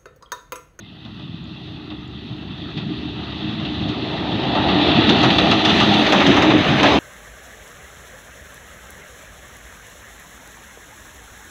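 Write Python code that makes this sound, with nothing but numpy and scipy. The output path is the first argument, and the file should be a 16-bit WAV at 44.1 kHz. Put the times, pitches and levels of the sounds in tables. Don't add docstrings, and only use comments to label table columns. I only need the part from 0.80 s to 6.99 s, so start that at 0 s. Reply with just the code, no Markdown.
import sys
import numpy as np
from scipy import signal
from scipy.fft import rfft, irfft, next_fast_len
from scipy.io import wavfile
from scipy.ndimage import uniform_filter1d, minimum_filter1d, map_coordinates

SR = 44100
rng = np.random.default_rng(int(sys.argv[2]) if len(sys.argv) > 2 else 0)


def gain_from_decibels(decibels):
    exponent = np.asarray(decibels, float) / 20
    return 10 ** exponent


def materialize(psi):
    bounded = np.clip(np.atleast_2d(psi).T, -1, 1)
    quanta = np.round(bounded * 32767).astype(np.int16)
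    wavfile.write(sys.argv[1], SR, quanta)


N = 272979

# time in seconds, loudness in dB, firing rate in Hz.
ENGINE = [(0, -41, 105.4), (.4, -36, 103), (.8, -35.5, 104.5), (1.2, -33, 101), (1.8, -29.5, 100),
          (2.5, -28.5, 100.9), (2.85, -23.5, 103.8), (3.1, -25.5, 100.4), (3.7, -22.5, 102),
          (3.9, -18, 99.2), (4.35, -18, 99.86), (4.5, -17, 104.8), (5.2, -18.5, 104.5),
          (5.33, -17.5, 99.43), (5.52, -16.5, 99.6), (5.8, -17, 102.9), (6.05, -16.5, 99),
          (6.19, -19.5, 101.4)]
# centre in seconds, change in dB, length in seconds.
SURGES = [(0.154, -3, .05), (1.592, 0, 0.096), (1.76, -6, 0.047), (2.118, 5, 0.033), (2.63, -0.5, 0.051),
          (2.767, -5.5, 0.042), (3.15, 2, 0.14), (3.568, 1.5, 0.031), (3.928, 4, .035), (4.018, 0.5, 0.019),
          (4.19, 7.5, 0.02), (4.32, 3.5, 0.033), (4.808, -7, 0.021), (5.299, -4, 0.055), (5.5, 5, 0.023),
          (5.73, 2.5, .04), (5.832, -7.5, 0.037), (5.908, 0, 0.023), (5.99, -1, 0.026), (6.158, 5, 0.017)]
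# time in seconds, level in dB.
SECOND_ORDER_HEARD = [(0, -16.5), (3.7, -20), (4.3, 2), (5.4, 8), (5.6, -8), (6.19, -13)]
# time in seconds, loudness in dB, load on the nearest track in dB, flank in view 0-1.
RUNNING_GEAR = [(0, -50, -9, 0), (.3, -45, -9.5, 0.17), (.8, -43, -9.5, .2), (1.2, -43.5, -7.5, 0.25),
                (2, -38, -6.5, 0.37), (2.9, -33.5, -6, 0.43), (3.45, -31, 1, .5), (3.7, -27, 0.5, 0.6),
                (3.78, -25.5, 3.5, 0.63), (4.14, -20, -2, .67), (4.45, -20, -2.5, 0.88),
                (4.8, -22, -2.5, .86), (4.92, -18.5, -4, 0.99), (5.45, -20.5, -1, 0.96),
                (5.7, -22, 0.5, 0.91), (5.95, -22, -2, 0.87), (6.05, -15.5, 3, 1), (6.19, -23.5, 1, .95)]
# time in seconds, share of the flank in the wheel sound 0-1.
FLANK_BESIDE = [(0, 0), (5.2, 0.28), (5.35, 0.93), (6.19, 1)]
# time in seconds, strength 0-1.
GROUND_BOUNCE = [(0, 0.2), (3.5, 0.16), (4.2, 0.22), (5.15, 0.25), (5.35, 0), (6.19, 0)]
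# time in seconds, peak in dB, thud in dB, snap in dB.
AXLE_BLOWS = [(0.248, -28, -4, -46), (0.39, -31.5, -1, -48), (1.102, -26.5, -0.5, -56),
              (1.973, -17, -8, -49), (2.798, -25.5, 2, -45), (2.8499, -18, -8, -49),
              (3.0844, -18, -13, -43), (3.7165, -24, 0, -53), (3.7502, -14.5, 5, -46.5),
              (3.884, -12, 2.5, -52), (4.165, -16.5, -10, -51.5), (4.291, -3, -2.5, -43),
              (4.430, -5, 3, -42), (4.5025, -4.5, -17, -52.5), (4.582, -2.5, -3, -45),
              (4.711, -2.5, -2, -43.5), (4.850, -3, -6.5, -42), (4.892, -8, -31, -44), (5, -3.5, -2, -42),
              (5.138, -6.5, -9, -43.5), (5.2637, -6.5, -3, -45.5), (5.322, -7.5, 6, -37.5),
              (5.4026, -5, 0, -46), (5.465, -4.5, -1.5, -40.5), (5.563, -9, 6.5, -41), (5.621, -5, 2, -41),
              (5.7028, -6, 0, -47), (6.030, -5.5, 4.5, -38.5), (6.067, -16, -14, -39),
              (6.133, -14.5, -15, -42.5)]
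# start in seconds, end in seconds, change in dB.
UNLOADINGS = [
    (4.574, 4.582, -3.5),
    (4.823, 4.84, -3.5),
    (5.308, 5.32, -1.5),
    (5.457, 5.461, -2),
    (5.603, 5.613, 0.5),
    (6.014, 6.03, -6),
]
# time in seconds, peak in dB, pitch in Hz, t60 in seconds.
INSECT_TICKS = [
    (.6412, -46, 6900, .006),
    (1.279, -46, 7100, .006),
]
# time in seconds, peak in dB, pitch in Hz, t60 in seconds.
FLANGE_SQUEAKS = [
    (.03, -52, 2100, 0.15),
    (4.5, -57, 9000, .1),
    (5.185, -44, 9060, .05),
    (5.77, -61, 13200, 0.048),
    (5.955, -60, 9400, 0.16),
]

# frequency in Hz, level in dB per Hz.
DEEP_SPECTRUM = [(12, -44), (25, -38), (40, -11), (55, 0), (70, 11.5), (100, 7.5), (130, 9.5), (200, -65)]
BODY_SPECTRUM = [(50, -54), (85, -11.5), (125, -0.5), (170, 0), (210, -3.5), (260, -7.5), (350, -66)]
DRONE_SPECTRUM = [(120, -57.5), (180, -4), (215, -0.5), (265, 3.5), (315, 3), (400, -2.5), (450, -14),
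                  (550, -62)]
# frequency in Hz, level in dB per Hz.
SLEEPER_SPECTRUM = [(250, -16.5), (380, -1), (520, 0), (650, 3), (900, -1), (1100, -11.5), (1500, -65)]
RAIL_SPECTRUM = [(650, -25), (950, -4.5), (1180, 1.5), (1450, -6), (1620, -6), (1900, -10.5), (2100, -6.5),
                 (2400, -24.5), (3000, -56)]
WHEEL_SPECTRUM = [(1180, -36), (2000, -0.5), (2170, -22.5), (2670, 7), (2950, -1.5), (3150, 4), (3720, 6.5),
                  (4150, -2), (4510, -5), (4900, -18.5), (5290, -17), (5530, -19.5), (6150, -33.5),
                  (7500, -39.5), (9750, -71.5), (16500, -120)]
FLANK_SPECTRUM = [(1060, -12), (1800, 6), (2110, 2.5), (2570, 4.5), (3750, 3.5), (4220, -5), (5510, -28),
                  (6040, -34), (7000, -29), (9100, -60), (15400, -120)]
# frequency in Hz, level in dB per Hz.
SCRAPE_SPECTRUM = [(2940, -45.5), (5000, 1.5), (5530, -1), (6040, -0.5), (7670, -19.5), (9190, -24.5),
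                   (9600, -34), (12500, -59), (21100, -120)]
RIM_SPECTRUM = [(5500, -37.5), (5850, -2.5), (6080, -7.5), (6350, -2), (6900, -35.5)]
# frequency in Hz, level in dB per Hz.
FAR_AIR_SPECTRUM = [(7000, -24), (8800, 1.5), (10300, 2.5), (11400, -0.5), (13000, -7.5), (15480, -9)]
NEAR_AIR_SPECTRUM = [(7000, -26), (9000, -2.5), (9700, -4), (10400, -3), (11400, 1), (12500, -2),
                     (14200, 0.5), (15480, 3)]

FULL_DB = -15
# (level at full loudness dB, dB gained per dB of loudness)
DEEP_LAW, BODY_LAW, DRONE_LAW = (-30.5, 0.62), (-22, 0.78), (-18.5, 1.225)
SECOND_LAW, THIRD_LAW = (-25.5, 1.6), (-19.5, 1.22)
DEEP_BEHIND_DB, BODY_BEHIND_DB, DRONE_BESIDE_DB = -3.5, -1, 1.5
RAIL_DB, RAIL_FOLLOWS_LOAD = -7, 0.2
SCRAPE_DB, AIR_DB = (-81, -39.5), (-92.5, -60)
RIM_DB = -10
BLOW_RISE_S, BLOW_T60_S = 0.0016, 0.13
FLANK_ARRIVES_S = FLANK_BESIDE[1][0]
FAR_SMEAR = 0.68
RAIL_LEAD_S = 0.007
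BOUNCE_S = 0.001781
HISS_DB = -85.5


def unit(x):
    return x / np.sqrt(np.mean(x ** 2) + 1e-20)


def along(points, hz):
    f, v = np.transpose(points)
    return gain_from_decibels(np.interp(np.log(hz + 1), np.log(f + 1), v, right=-140))


def curves(rows):
    s, *cols = np.transpose(rows)
    return [np.interp(np.arange(N) / SR, s, c) for c in cols]


def wobble(rate_hz):
    knots = rng.standard_normal(int(N * rate_hz / SR) + 4)
    return map_coordinates(knots, [np.arange(N) * rate_hz / SR])


def shaped(x, spectrum):
    m = next_fast_len(N + SR // 2)
    gain = along(spectrum, np.fft.rfftfreq(m, 1 / SR))
    return unit(irfft(rfft(x, m) * gain, m)[:N])


def rush(spectrum, patchy_db=0, grit_db=0):
    z = signal.stft(rng.standard_normal(N), nperseg=512)[2]
    field = uniform_filter1d(rng.standard_normal(z.shape), size=5, axis=0)
    field = uniform_filter1d(field, size=10, axis=1)
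    noise = signal.istft(z * gain_from_decibels(patchy_db * unit(field)), nperseg=512)[1][:N]
    return shaped(noise * gain_from_decibels(grit_db * wobble(180)), spectrum)


def surging_db():
    t = np.arange(N) / SR
    return sum(db * np.exp(-((t - s) / length_s) ** 2) for s, db, length_s in SURGES)


def firing_order(hz, db, smear_hz, flutter_db):
    tremble_db = flutter_db * (wobble(25) + 0.3 * wobble(8))
    phase = 2 * np.pi * np.cumsum(hz + smear_hz * wobble(70)) / SR
    return unit(gain_from_decibels(tremble_db)) * gain_from_decibels(db + 2.5) * np.sin(phase)


def exhaust():
    loud_db, firing_hz = curves(ENGINE)
    loud_db = loud_db + surging_db()
    firings = np.cumsum(firing_hz * (1 + 0.03 * wobble(12))) / SR
    puffs = unit(np.diff(np.floor(firings), prepend=0) * gain_from_decibels(6 * rng.standard_normal(N)))
    beside = curves(FLANK_BESIDE)[0]

    def law_db(full_db, gain):
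        return full_db + gain * (loud_db - FULL_DB)

    def gas(puff_share, spectrum):
        return shaped(puff_share * puffs + rng.standard_normal(N), spectrum)

    deep_db = law_db(*DEEP_LAW) + DEEP_BEHIND_DB * beside + 1.9 * wobble(8)
    body_db = law_db(*BODY_LAW) + BODY_BEHIND_DB * beside + 2.65 * wobble(9.9)
    drone_db = law_db(*DRONE_LAW) + DRONE_BESIDE_DB * beside + 1.14 * wobble(7.2)
    deep = gain_from_decibels(deep_db) * gas(0.19, DEEP_SPECTRUM)
    body = gain_from_decibels(body_db) * gas(0.47, BODY_SPECTRUM)
    drone = gain_from_decibels(drone_db) * gas(0.17, DRONE_SPECTRUM)
    second_db = law_db(*SECOND_LAW) + curves(SECOND_ORDER_HEARD)[0]
    second = firing_order(2 * firing_hz, second_db, smear_hz=10.1, flutter_db=3.5)
    third = firing_order(3 * firing_hz, law_db(*THIRD_LAW), smear_hz=9, flutter_db=3)
    return deep + body + drone + second + third


def running_levels_db():
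    loud_db, load_db, view = curves(RUNNING_GEAR)

    def seen_db(hidden_db, full_db):
        return hidden_db + (full_db - hidden_db) * view

    return loud_db, load_db, seen_db(*SCRAPE_DB), seen_db(*AIR_DB)


def wheels(**texture):
    share = np.clip(curves(FLANK_BESIDE)[0], 0, 1)
    ahead = np.sqrt(1 - share) * rush(WHEEL_SPECTRUM, **texture)
    return ahead + np.sqrt(share) * rush(FLANK_SPECTRUM, **texture)


def cooling_air(**texture):
    near = np.clip(curves(FLANK_BESIDE)[0] + 0.15, 0, 1)
    far_air = np.sqrt(1 - near) * rush(FAR_AIR_SPECTRUM, **texture)
    return far_air + np.sqrt(near) * rush(NEAR_AIR_SPECTRUM, **texture)


def unloading():
    db = np.zeros(N)
    for start_s, end_s, dip_db in UNLOADINGS:
        db[round(start_s * SR):round(end_s * SR)] = dip_db
    return gain_from_decibels(uniform_filter1d(db, size=100))


def rolling():
    wheel_db, load_db, scrape_db, air_db = running_levels_db()
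    sway = wobble(7) + 0.63 * wobble(22)
    rail_db = wheel_db + RAIL_DB + RAIL_FOLLOWS_LOAD * load_db
    sleeper = gain_from_decibels(wheel_db + load_db + 0.45 * sway) * rush(SLEEPER_SPECTRUM, patchy_db=1.97, grit_db=0.75)
    rail = gain_from_decibels(rail_db + 0.58 * sway) * rush(RAIL_SPECTRUM, patchy_db=2.0, grit_db=0.8)
    wheel = gain_from_decibels(wheel_db + 0.66 * sway) * wheels(patchy_db=1.5, grit_db=0.82)
    scrape = gain_from_decibels(scrape_db + 1.2 * sway) * rush(SCRAPE_SPECTRUM, patchy_db=1.5, grit_db=1.1)
    air = gain_from_decibels(air_db + 0.8 * sway) * cooling_air(patchy_db=2.2, grit_db=1)
    rim = gain_from_decibels(scrape_db + RIM_DB + 1.5 * sway) * rush(RIM_SPECTRUM)
    dips = unloading()
    return dips * (sleeper + rail + wheel), dips * (scrape + air + rim)


def pings(events, attack_s, waver):
    t, out = np.arange(SR // 4) / SR, np.zeros(N + SR)
    bent_s = np.cumsum(1 + waver * wobble(150)[:len(t)]) / SR
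    for s, db, hz, t60_s in events:
        envelope = gain_from_decibels(db + 8.5 - 60 * t / t60_s) * (1 - np.exp(-t / attack_s))
        out[round(s * SR):][:len(t)] += envelope * np.sin(2 * np.pi * hz * bent_s)
    return out[:N]


def joints():
    t = np.arange(SR // 2) / SR
    clack, thud, snap, tick = np.zeros((4, N + SR))

    def strike(envelope, s, db, rise, decay):
        blow = (1 - np.exp(-t / (rise * BLOW_RISE_S))) * gain_from_decibels(-60 * t / (decay * BLOW_T60_S))
        envelope[round(s * SR):][:len(t)] += gain_from_decibels(db) * blow

    for s, db, thud_db, snap_db in AXLE_BLOWS:
        oncoming = s < FLANK_ARRIVES_S
        smear = FAR_SMEAR * oncoming
        strike(clack, s, db, 0.45 + 0.2 * smear, 1.0)
        strike(thud, s, db + thud_db, 4.6, 1.42)
        strike(snap, s, db + 1.574 * snap_db + 19.5, 0.44 + 0.4 * smear, 0.77)
        strike(tick, s - RAIL_LEAD_S * oncoming, db + 1.9 * snap_db + 23, 0.35 + 0.6 * smear, 0.6)
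    nearness = gain_from_decibels(running_levels_db()[3] - AIR_DB[1])
    track = rush(SLEEPER_SPECTRUM) + 0.81 * rush(RAIL_SPECTRUM)
    top = 0.15 * np.sqrt(nearness) * rush(NEAR_AIR_SPECTRUM)
    steel = snap[:N] * rush(SCRAPE_SPECTRUM) + tick[:N] * top
    return gain_from_decibels(-9.5) * clack[:N] * wheels() + gain_from_decibels(-10) * thud[:N] * track, gain_from_decibels(21.5) * steel


def bounced(x):
    dull = signal.lfilter(*signal.butter(2, 3200, fs=SR), x)
    dull = dull + 0.72 * signal.filtfilt(*signal.butter(2, 800, fs=SR), dull)
    late = np.pad(dull, (round(BOUNCE_S * SR), 0))[:N]
    return x - curves(GROUND_BOUNCE)[0] * late


def scene():
    roar, scrape = rolling()
    clacks, snaps = joints()
    insect = pings(INSECT_TICKS, attack_s=0.0012, waver=0.03)
    flanges = pings(FLANGE_SQUEAKS, attack_s=0.008, waver=0.006)
    mix = exhaust() + gain_from_decibels(-0.24) * bounced(roar + clacks) + scrape + snaps + insect + flanges
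    return mix[None]


def top_cut(x):
    return signal.sosfilt(signal.butter(12, 16020, fs=SR, output="sos"), x)


def record(dry):
    x = dry + gain_from_decibels(HISS_DB + 6.5) * rng.standard_normal(dry.shape)
    needed = np.minimum(1, 0.88 / (np.abs(x) + 1e-9))
    held = uniform_filter1d(minimum_filter1d(needed, size=441, axis=1), size=221, axis=1)
    x = x * np.minimum(1, np.arange(N)[::-1] / 80) * held
    m = next_fast_len(N + SR // 2)
    hz = np.fft.rfftfreq(m, 1 / SR)
    port_hz, width_hz, depth, top_hz = 5490, 250, 0.42, 15480
    port = (1 - depth * np.exp(-((hz - port_hz) / width_hz) ** 2)) * (hz < top_hz)
    padded = np.pad(x, ((0, 0), (0, m - N)), "reflect") * np.minimum(1, np.arange(m)[::-1] / (m - N))
    mix = irfft(rfft(padded) * port, m)[:, :N]
    return top_cut(mix)


dry = scene()
out = record(dry)
materialize(out)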